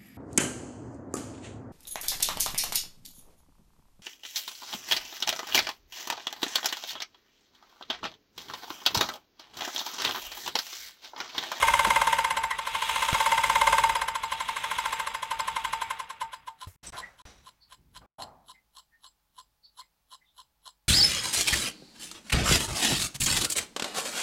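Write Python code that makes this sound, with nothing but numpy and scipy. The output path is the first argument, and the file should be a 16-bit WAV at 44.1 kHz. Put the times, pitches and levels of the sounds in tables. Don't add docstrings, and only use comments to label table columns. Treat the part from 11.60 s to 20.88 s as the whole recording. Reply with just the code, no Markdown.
import sys
import numpy as np
from scipy import signal
from scipy.fft import rfft, irfft
from scipy.io import wavfile
from scipy.ndimage import uniform_filter1d

SR = 44100
rng = np.random.default_rng(int(sys.argv[2]) if len(sys.argv) > 2 else 0)


def to_wav(s):
    ch = np.atleast_2d(s).T
    pcm = np.round(np.clip(ch, -1, 1) * 32767)
    wavfile.write(sys.argv[1], SR, pcm.astype(np.int16))


N = 409248
TIME_S = np.arange(N) / SR

# time in seconds, turns per second.
SPEED_HZ = [(0.0, 18.12), (0.5, 17.81), (0.78, 15.43), (1.0, 11.82), (1.6, 17.5), (1.78, 16.73),
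            (2.03, 17.3), (2.19, 18.45), (2.54, 14.01), (2.61, 11.67), (2.83, 11.93), (3.02, 13.52),
            (3.33, 14.33), (3.52, 13.13), (3.62, 11.93), (4.09, 11.94), (4.38, 10.87), (4.46, 9.3),
            (4.74, 8.13), (4.92, 5.15)]
# time in seconds, relative level in dB.
GRIP_DB = [(0.03, 2.5), (0.42, 1.5), (0.53, -0.8), (0.99, 0.4), (1.49, -1), (1.96, 1.7), (2.02, 3),
           (2.49, -2), (2.72, 4), (2.97, -3), (3.12, -1.0), (3.55, -3), (3.72, 2.6), (4.31, 2),
           (4.51, -2.5), (4.62, 6.5), (4.74, -2.5), (4.88, 7)]
PEDAL_DB = [(0.0, 13), (0.53, 8.0), (0.84, 2), (1.07, 15), (1.27, 19), (1.52, 14.5), (1.78, 11.5),
            (2.08, 11), (2.53, 0.5), (2.72, 15.5), (3.21, 12.5), (3.53, 6.5), (4.01, 13), (4.84, -2)]
TYRE_FADE_S = [4.7, 6.5]
# frequency in Hz, t60 in seconds.
ROOM_T60_S = [(150, 0.3), (1000, 0.12), (4000, 0.17), (14000, 0.19)]
# frequency in Hz, level in dB.
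HUM_TONES = [(48.5, -83), (846.6, -91)]
# centre in seconds, level in dB, half-width in seconds.
HANDLING_SWELLS = [(5.313, -54, 0.09), (5.76, -62, 0.092), (6.34, -61.5, .11), (6.8, -78, 0.1)]
# start in seconds, level in dB, pitch in Hz, t60 in seconds, relative rattle in dB.
FRAME_BUMPS = [(0.269, -34, 211, 0.083, 8.5), (1.528, -16.5, 118, 0.026, -3.5), (5.07, -34.5, 91, 0.1, -14),
               (5.652, -43.5, 60, 0.087, -4.5)]
# start in seconds, level in dB,
# t60 in seconds, low and top edges in Hz, relative crack and frame shake in dB.
BRUSH_AND_KNOCKS = [(5.068, -54, 0.35, 5450, 15000, -17, -25), (5.229, -48.5, 0.69, 480, 8400, 1, -11),
                    (5.326, -40, 0.53, 524, 1740, -16, -30), (5.652, -57.5, 0.6, 404, 1290, 7.5, -8),
                    (6.409, -53.5, 0.45, 470, 1300, -35, -7), (6.583, -40, 0.56, 610, 1000, -27, -12)]
# centre in seconds, pitch in Hz, level in dB, half-width in seconds.
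SQUEAK_TONES = [(0.919, 1974, -31.5, 0.01), (4.249, 2304, -45.5, 0.015), (5.272, 8100, -39, 0.0037),
                (5.273, 5900, -45, 0.0055), (5.44, 1970, -40.5, 0.011), (6.031, 4420, -58.5, 0.012),
                (6.959, 2080, -59, 0.0095), (7.345, 1827, -64, 0.015), (8.052, 4510, -54, 0.01),
                (8.221, 2050, -62, 0.007), (8.624, 2040, -64, .007), (8.682, 3620, -70, .02)]
# time in seconds, chatter and scrape base levels in dB, high ring lift in dB.
CREEP_CHAFES = [(5.028, -41.5, -45, -7), (5.385, -38, -41.5, -5), (5.603, -53, -58.5, -11),
                (5.875, -50, -52.5, -1), (6.1269, -52, -53, -2), (6.365, -52, -52.5, 3),
                (6.617, -48, -44, -1), (6.9007, -49.5, -47, -3), (7.1786, -53.5, -48.5, -1),
                (7.4554, -57.5, -50.5, 0.5), (7.7888, -48, -51.5, 1.5), (8.196, -46, -48.5, 1),
                (8.531, -51, -49.5, 0.5), (8.795, -52, -49, 0), (9.0712, -52, -47, -1)]
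DIPS_S = [(5.163, 5.228), (5.305, 5.322), (5.621, 5.652), (6.463, 6.582)]

# frequency in Hz, relative density in dB.
AIR_SPECTRUM = [(25, -1.5), (150, -9.5), (350, -16.5), (900, -9.5), (2000, -16.5), (4500, -15), (8000, -21),
                (16000, -16.5)]
FRAME_SPECTRUM = [(15, -17.5), (30, -12.5), (48, 7), (90, -5), (135, -4), (200, -7.5), (330, -15.5),
                  (700, -31.5), (3000, -60.5)]
WHIRR_SPECTRUM = [(150, -16), (350, -19), (480, -8), (700, -7.5), (1000, 7), (1400, -2), (2200, -1),
                  (2800, -5.5), (4300, -21), (6000, -32), (16000, -55)]
RASP_SPECTRUM = [(1200, -28), (2300, -2.5), (2900, -1), (3500, -3), (4000, -5.5), (4700, -16.5),
                 (7000, -31), (16000, -48)]
HISS_SPECTRUM = [(2000, -24), (4500, -6.5), (6500, -0.5), (9000, -3), (11500, -4), (13000, -6),
                 (16000, -12.5)]
FAST_SCRAPE_SPECTRUM = [(200, -21), (420, -10.5), (600, 2), (800, -3.5), (1500, 5.5), (2200, 1),
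                        (3200, 4.5), (4000, -7.5), (4700, -11.5), (6500, -8.5), (7150, -15.5), (8300, -15),
                        (12000, -25), (16000, -30.5)]
SLOW_SCRAPE_SPECTRUM = [(200, -30.5), (550, -18), (1000, 3.5), (1500, -8), (1900, -14.5), (2350, -32.5),
                        (3000, -0.5), (4000, -2), (4700, -11), (6600, -13), (7150, -16), (8500, -19),
                        (12000, -21.5), (16000, -35.5)]
# centre in Hz, width in Hz, lift in dB.
CRACK_PEAKS = [(2900, 76, -29), (3470, 150, -17), (3880, 180, 3), (5870, 310, 8)]
HOUSING_PEAKS = [(450, 30, 4), (572, 31, -8), (1379, 50, 0.5), (1572, 24, -4.5), (1852, 130, -9.5),
                 (2230, 17, 1.5), (2820, 57, -8), (3025, 21, -5.5), (3350, 42, -4.5), (3785, 82, -2.5),
                 (5330, 120, 3.5), (5620, 58, -0.5), (6120, 57, 2), (6735, 220, 0), (8460, 380, 1.5),
                 (9090, 340, 1.5)]
ROLLER_PEAKS = [(2100, 76, -1.5), (2690, 190, -8), (3370, 100, -0.5), (3740, 99, -5), (6180, 140, 1),
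                (6550, 110, -0.5)]
RUB_PEAKS = [(3986, 160, 5), (7886, 100, 11), (7770, 300, 5), (10846, 430, 19.5), (14180, 170, 21.5)]
SLOW_RUB_PEAKS = [(2985, 46, 0), (3300, 200, -10.5), (4176, 150, 2), (5374, 90, -2), (6880, 90, 3),
                  (7620, 110, 8), (9150, 170, 6)]
# frequency in Hz, gain in dB when fast and when slow, t60 in seconds.
LOW_BRAKE_MODES = [(901.8, 3.5, 9.5, 0.17), (560.5, -0.5, -30.5, 0.045), (755, -24, -12, 0.43),
                   (944, 5.5, -15.5, 0.058), (1225, -14, -3, 0.14), (1559, -10.5, -7.5, 0.13),
                   (2101, 7, 1, 0.039), (3100, -9, -3.5, 0.027)]
HIGH_BRAKE_MODES = [(3300, -18.5, -7, 0.037), (4170, -14, -13.5, .04), (4270, -30, 1, 0.055),
                    (4920, -20.5, -25, 0.21), (4980, -38, -14.5, 0.14), (7600, -16, -11.5, 0.14),
                    (14180, -19.5, -21, .06)]
# multiple, gain in dB when fast and when slow.
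CHATTER_HARMONICS = [(1, -2, 5.5), (2, -9, -48.5), (3, -20, -20.5), (4, -24.5, -29.5)]


def from_db(db):
    return 10 ** (np.asarray(db) / 20)


def unit_rms(x):
    return x / np.sqrt(np.mean(x ** 2) + 1e-20)


def bell(t, width):
    return np.exp(-0.5 * (t / width) ** 2)


def at_time(curve, time_s=TIME_S):
    return np.interp(time_s, *np.transpose(curve))


def at_hz(curve, hz):
    knots_hz, values = np.transpose(curve)
    return np.interp(np.log(hz + 1e-3), np.log(knots_hz), values)


def colour(white, spectrum, peaks=()):
    hz = np.arange(len(white) // 2 + 1) * SR / len(white)
    lift = 1 + sum(from_db(db) / (1 + (2 * (hz - f) / width_hz) ** 2) for f, width_hz, db in peaks)
    return unit_rms(irfft(rfft(white) * from_db(at_hz(spectrum, hz)) * lift, len(white)))


def filtered(x, hz, kind, order=2):
    return signal.sosfilt(signal.butter(order, hz, kind, fs=SR, output="sos"), x)


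def noise(size):
    return rng.standard_normal(size)


def flutter(size, rate_hz):
    return unit_rms(filtered(noise(size), rate_hz, "low"))


def add(track, start_s, sound):
    start = round(start_s * SR)
    a, b = max(start, 0), min(start + len(sound), N)
    track[a:b] += sound[a - start:b - start]


def halvings(time_s=TIME_S, full_speed_hz=18):
    return np.log2(full_speed_hz / at_time(SPEED_HZ, time_s))


def rub_times_s(first_s=0.0303):
    t = TIME_S[TIME_S < SPEED_HZ[-1][0]]
    angle_turns = np.cumsum(at_time(SPEED_HZ, t)) / SR
    rub_turns = np.arange(np.interp(first_s, t, angle_turns), angle_turns[-1])
    return np.r_[np.interp(rub_turns, angle_turns, t), np.array(CREEP_CHAFES)[:, 0]]


def turns():
    turn_s = np.minimum(np.gradient(rub_times_s()), 0.27)
    return turn_s, np.clip((turn_s - 0.06) / 0.21, 0, 1)


def rub_levels_db():
    _, slow = turns()
    spin_s = rub_times_s()[:-len(CREEP_CHAFES)]
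    _, chafe_chatter_db, chafe_scrape_db, lift_db = np.transpose(CREEP_CHAFES)
    grip_db, slowed = at_time(GRIP_DB, spin_s), halvings(spin_s)
    chatter_db = -15 - 15.5 * slowed + 0.92 * grip_db
    scrape_db = -27 - 18 * slowed + 0.51 * grip_db + 8 * slow[:len(spin_s)]
    low_ring_db = np.r_[chatter_db + 0.58 * grip_db, chafe_chatter_db] - 7 - 17 * slow
    high_ring_db = np.r_[scrape_db, chafe_scrape_db + lift_db] + 4
    return np.r_[chatter_db, chafe_chatter_db], np.r_[scrape_db, chafe_scrape_db], low_ring_db, high_ring_db


def room_tone(air_db=-75.5):
    hum = sum(np.sqrt(2) * from_db(db) * np.sin(2 * np.pi * hz * TIME_S) for hz, db in HUM_TONES)
    return from_db(air_db) * colour(noise(N), AIR_SPECTRUM) + hum


def room_reverb(x, delay_s=0.0056):
    t = np.arange(SR // 2) / SR
    tail = np.zeros(len(t))
    for low_hz in 60 * 2.0 ** np.arange(8):
        t60_s = at_hz(ROOM_T60_S, low_hz * np.sqrt(2))
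        tail += filtered(noise(len(t)), [low_hz, 2 * low_hz], "band") * from_db(-60 * t / t60_s)
    tail *= np.clip(t / delay_s - 1, 0, 1)
    return signal.fftconvolve(x, tail / np.sqrt(np.sum(tail ** 2)))[:N]


def frame_rumble(rest_db=-82.5, lumps_db=2):
    shake = from_db(-48.5 - 18.5 * halvings() + 1.1 * at_time(GRIP_DB))
    shake *= np.interp(TIME_S, TYRE_FADE_S, [1, 0])
    handling = sum(from_db(db) * bell(TIME_S - at_s, width_s) for at_s, db, width_s in HANDLING_SWELLS)
    envelope = (shake + handling + from_db(rest_db)) * from_db(lumps_db * flutter(N, 15))
    return envelope * colour(noise(N), FRAME_SPECTRUM)


def bumps(attack_s=0.0016, rattle_hz=(90, 1400)):
    out, t = np.zeros(N), np.arange(SR // 5) / SR
    for start_s, db, hz, t60_s, rattle_db in FRAME_BUMPS:
        rattle = from_db(rattle_db) * unit_rms(filtered(noise(len(t)), rattle_hz, "band", order=1))
        rocking = np.sqrt(2) * np.sin(2 * np.pi * hz * t)
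        envelope = from_db(db - 60 * t / t60_s) * (1 - np.exp(-t / attack_s))
        add(out, start_s, envelope * (rocking + rattle))
    return out


def brush_and_knocks(attack_s=0.0069, lumps_db=1, crack_hz=6000, shake_t60_s=0.8):
    out, t = np.zeros(N), np.arange(SR // 2) / SR
    for start_s, db, t60_s, low_hz, top_hz, crack_db, shake_db in BRUSH_AND_KNOCKS:
        band = unit_rms(filtered(noise(len(t)), [low_hz, top_hz], "band"))
        crack = colour(noise(len(t)), [(300, -1), (16000, -9)], CRACK_PEAKS)
        crack = from_db(crack_db) * unit_rms(filtered(crack, crack_hz, "low"))
        shake = unit_rms(filtered(noise(len(t)), [30, 260], "band"))
        shake *= from_db(shake_db - 60 * t / shake_t60_s)
        contact = from_db(lumps_db * flutter(len(t), 54) - 60 * t / t60_s) * (band + crack)
        add(out, start_s, from_db(db) * (1 - np.exp(-t / attack_s)) * (contact + shake))
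    return out


def squeaks(waver=0.0476):
    out, t = np.zeros(N), np.arange(-SR // 10, SR // 10) / SR
    for centre_s, hz, db, width_s in SQUEAK_TONES:
        pitch_hz = hz * (1 + waver * flutter(len(t), 460))
        tone = np.sqrt(2) * np.sin(2 * np.pi * np.cumsum(pitch_hz) / SR)
        add(out, centre_s + t[0], from_db(db) * bell(t, width_s) * tone)
    return out


def tyre(grain_db=1.5):
    pedal_db, slowed = at_time(PEDAL_DB), halvings()
    tread = np.interp(TIME_S, TYRE_FADE_S, [1, 0]) * from_db(grain_db * flutter(N, 77))
    layers = [(-37 - 17 * slowed + 0.24 * pedal_db, WHIRR_SPECTRUM),
              (-49 - 16.5 * slowed + 1.03 * pedal_db, RASP_SPECTRUM),
              (-52 - 29.5 * slowed + 0.97 * pedal_db, HISS_SPECTRUM)]
    peaks = HOUSING_PEAKS + ROLLER_PEAKS
    return tread * sum(from_db(db) * colour(noise(N), spectrum, peaks) for db, spectrum in layers)


def squeal(levels_db, hz=10950, sag=0.025, waver=0.02, lead_turns=0.055, width_turns=0.055):
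    out, t = np.zeros(N), np.arange(-SR // 20, SR // 20) / SR
    for rub_s, db, turn_s, slow in zip(rub_times_s(), levels_db, *turns()):
        width_s = width_turns * turn_s
        pitch_hz = hz * (1 - sag * np.tanh(t / width_s) + waver * flutter(len(t), 900))
        tone = bell(t, width_s) * np.sin(2 * np.pi * np.cumsum(pitch_hz) / SR)
        add(out, rub_s - lead_turns * turn_s + t[0], from_db(db - 7 - 6 * slow) * tone)
    return out


def ringing(modes, levels_db, build_s, delay_turns, waver_db, spread_db=2, damp_s=0.01):
    out, t = np.zeros(N), np.arange(SR // 5) / SR
    hz, fast_db, slow_db, t60_s = np.transpose(modes)[:, :, None]
    for rub_s, db, turn_s, slow in zip(rub_times_s(), levels_db, *turns()):
        mode_db = fast_db + np.sqrt(slow) * (slow_db - fast_db) + spread_db * noise(hz.shape)
        contact_db = waver_db * flutter(len(t), 64)
        phase = 2 * np.pi * (hz * t + 0.44 * noise(hz.shape)) + 0.25 * waver_db * flutter(len(t), 64)
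        ring = np.sum(from_db(mode_db + contact_db - 60 * t / t60_s) * np.sin(phase), axis=0)
        envelope = (1 - np.exp(-t / build_s)) * np.exp(-np.maximum(t - turn_s, 0) / damp_s)
        add(out, rub_s + delay_turns * turn_s, from_db(db) * envelope * ring)
    return out


def scrape(levels_db, grain_db=0.5, catch_db=4, snaps_per_s=1100, snap_db=16, recatch_turns=0.069):
    out, t = np.zeros(N), np.arange(-SR // 10, SR // 10) / SR
    patch, peaks = noise(len(t)), HOUSING_PEAKS + RUB_PEAKS
    for rub_s, db, turn_s, slow in zip(rub_times_s(), levels_db, *turns()):
        snaps = (rng.random(len(t)) < snaps_per_s / SR) * noise(len(t))
        grit = patch + noise(len(t)) + slow * from_db(snap_db) * snaps
        grit *= from_db(grain_db * flutter(len(t), 500) + slow * catch_db * flutter(len(t), 110))
        fast_rub = from_db(3) * colour(grit, FAST_SCRAPE_SPECTRUM, peaks)
        slow_rub = from_db(-1.5) * colour(grit, SLOW_SCRAPE_SPECTRUM, peaks + SLOW_RUB_PEAKS)
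        friction = np.sqrt(1 - slow) * fast_rub + np.sqrt(slow) * slow_rub
        angle_turns = t / turn_s + 0.017 * (1 - slow)
        bite = bell(angle_turns, np.where(angle_turns < 0, 0.065, 0.058) * (1 - 0.37 * slow))
        drag = from_db(-15) * bell(angle_turns - 0.17 * (1 - slow), 0.14 * (1 - 0.25 * slow))
        recatch = slow * from_db(-8) * bell(angle_turns - recatch_turns, 0.017)
        add(out, rub_s + t[0], from_db(db) * (bite + drag + recatch) * friction)
    return out


def chatter(levels_db, hz=1028, sag=0.017, waver=0.026, recatch_turns=0.069):
    out, t = np.zeros(N), np.arange(-SR // 12, SR // 12) / SR
    for rub_s, db, turn_s, slow in zip(rub_times_s(), levels_db, *turns()):
        contact_s = 0.042 * turn_s * (1 - 0.59 * slow)
        grip = bell(t, contact_s) + slow * from_db(-7) * bell(t - recatch_turns * turn_s, contact_s)
        pitch_hz = hz * (1 - sag * (1 - slow) * np.tanh(t / contact_s) + waver * flutter(len(t), 110))
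        phase = 2 * np.pi * np.cumsum(pitch_hz) / SR
        phase -= phase[len(t) // 2]
        slips = sum(from_db(fast_db + slow * (slow_db - fast_db)) * np.cos(multiple * phase)
                    for multiple, fast_db, slow_db in CHATTER_HARMONICS)
        add(out, rub_s + t[0], from_db(db + 2) * grip * slips)
    return out


def scene(brake_send_db=-19, squeak_send_db=-5):
    chatter_db, scrape_db, low_db, high_db = rub_levels_db()
    metal = ringing(LOW_BRAKE_MODES, low_db, build_s=0.0041, delay_turns=-0.02, waver_db=0.75)
    metal += ringing(HIGH_BRAKE_MODES, high_db, build_s=0.0014, delay_turns=0.015, waver_db=4.5)
    brake = squeal(scrape_db) + chatter(chatter_db) + scrape(scrape_db) + metal
    squeak = squeaks()
    reverb = room_reverb(from_db(brake_send_db) * brake + from_db(squeak_send_db) * squeak)
    nearby = squeak + bumps() + brush_and_knocks()
    return (brake + nearby + reverb + tyre() + frame_rumble() + room_tone())[None]


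def record(dry, dip_db=-36, cutoff_hz=15850):
    dipped = sum(((TIME_S > start_s) & (TIME_S < end_s)) * 1.0 for start_s, end_s in DIPS_S)
    gain = from_db(dip_db * uniform_filter1d(dipped, size=130))
    return signal.sosfilt(signal.ellip(10, 0.1, 80, cutoff_hz, fs=SR, output="sos"), dry * gain)


dry = scene()
out = record(dry)
to_wav(out)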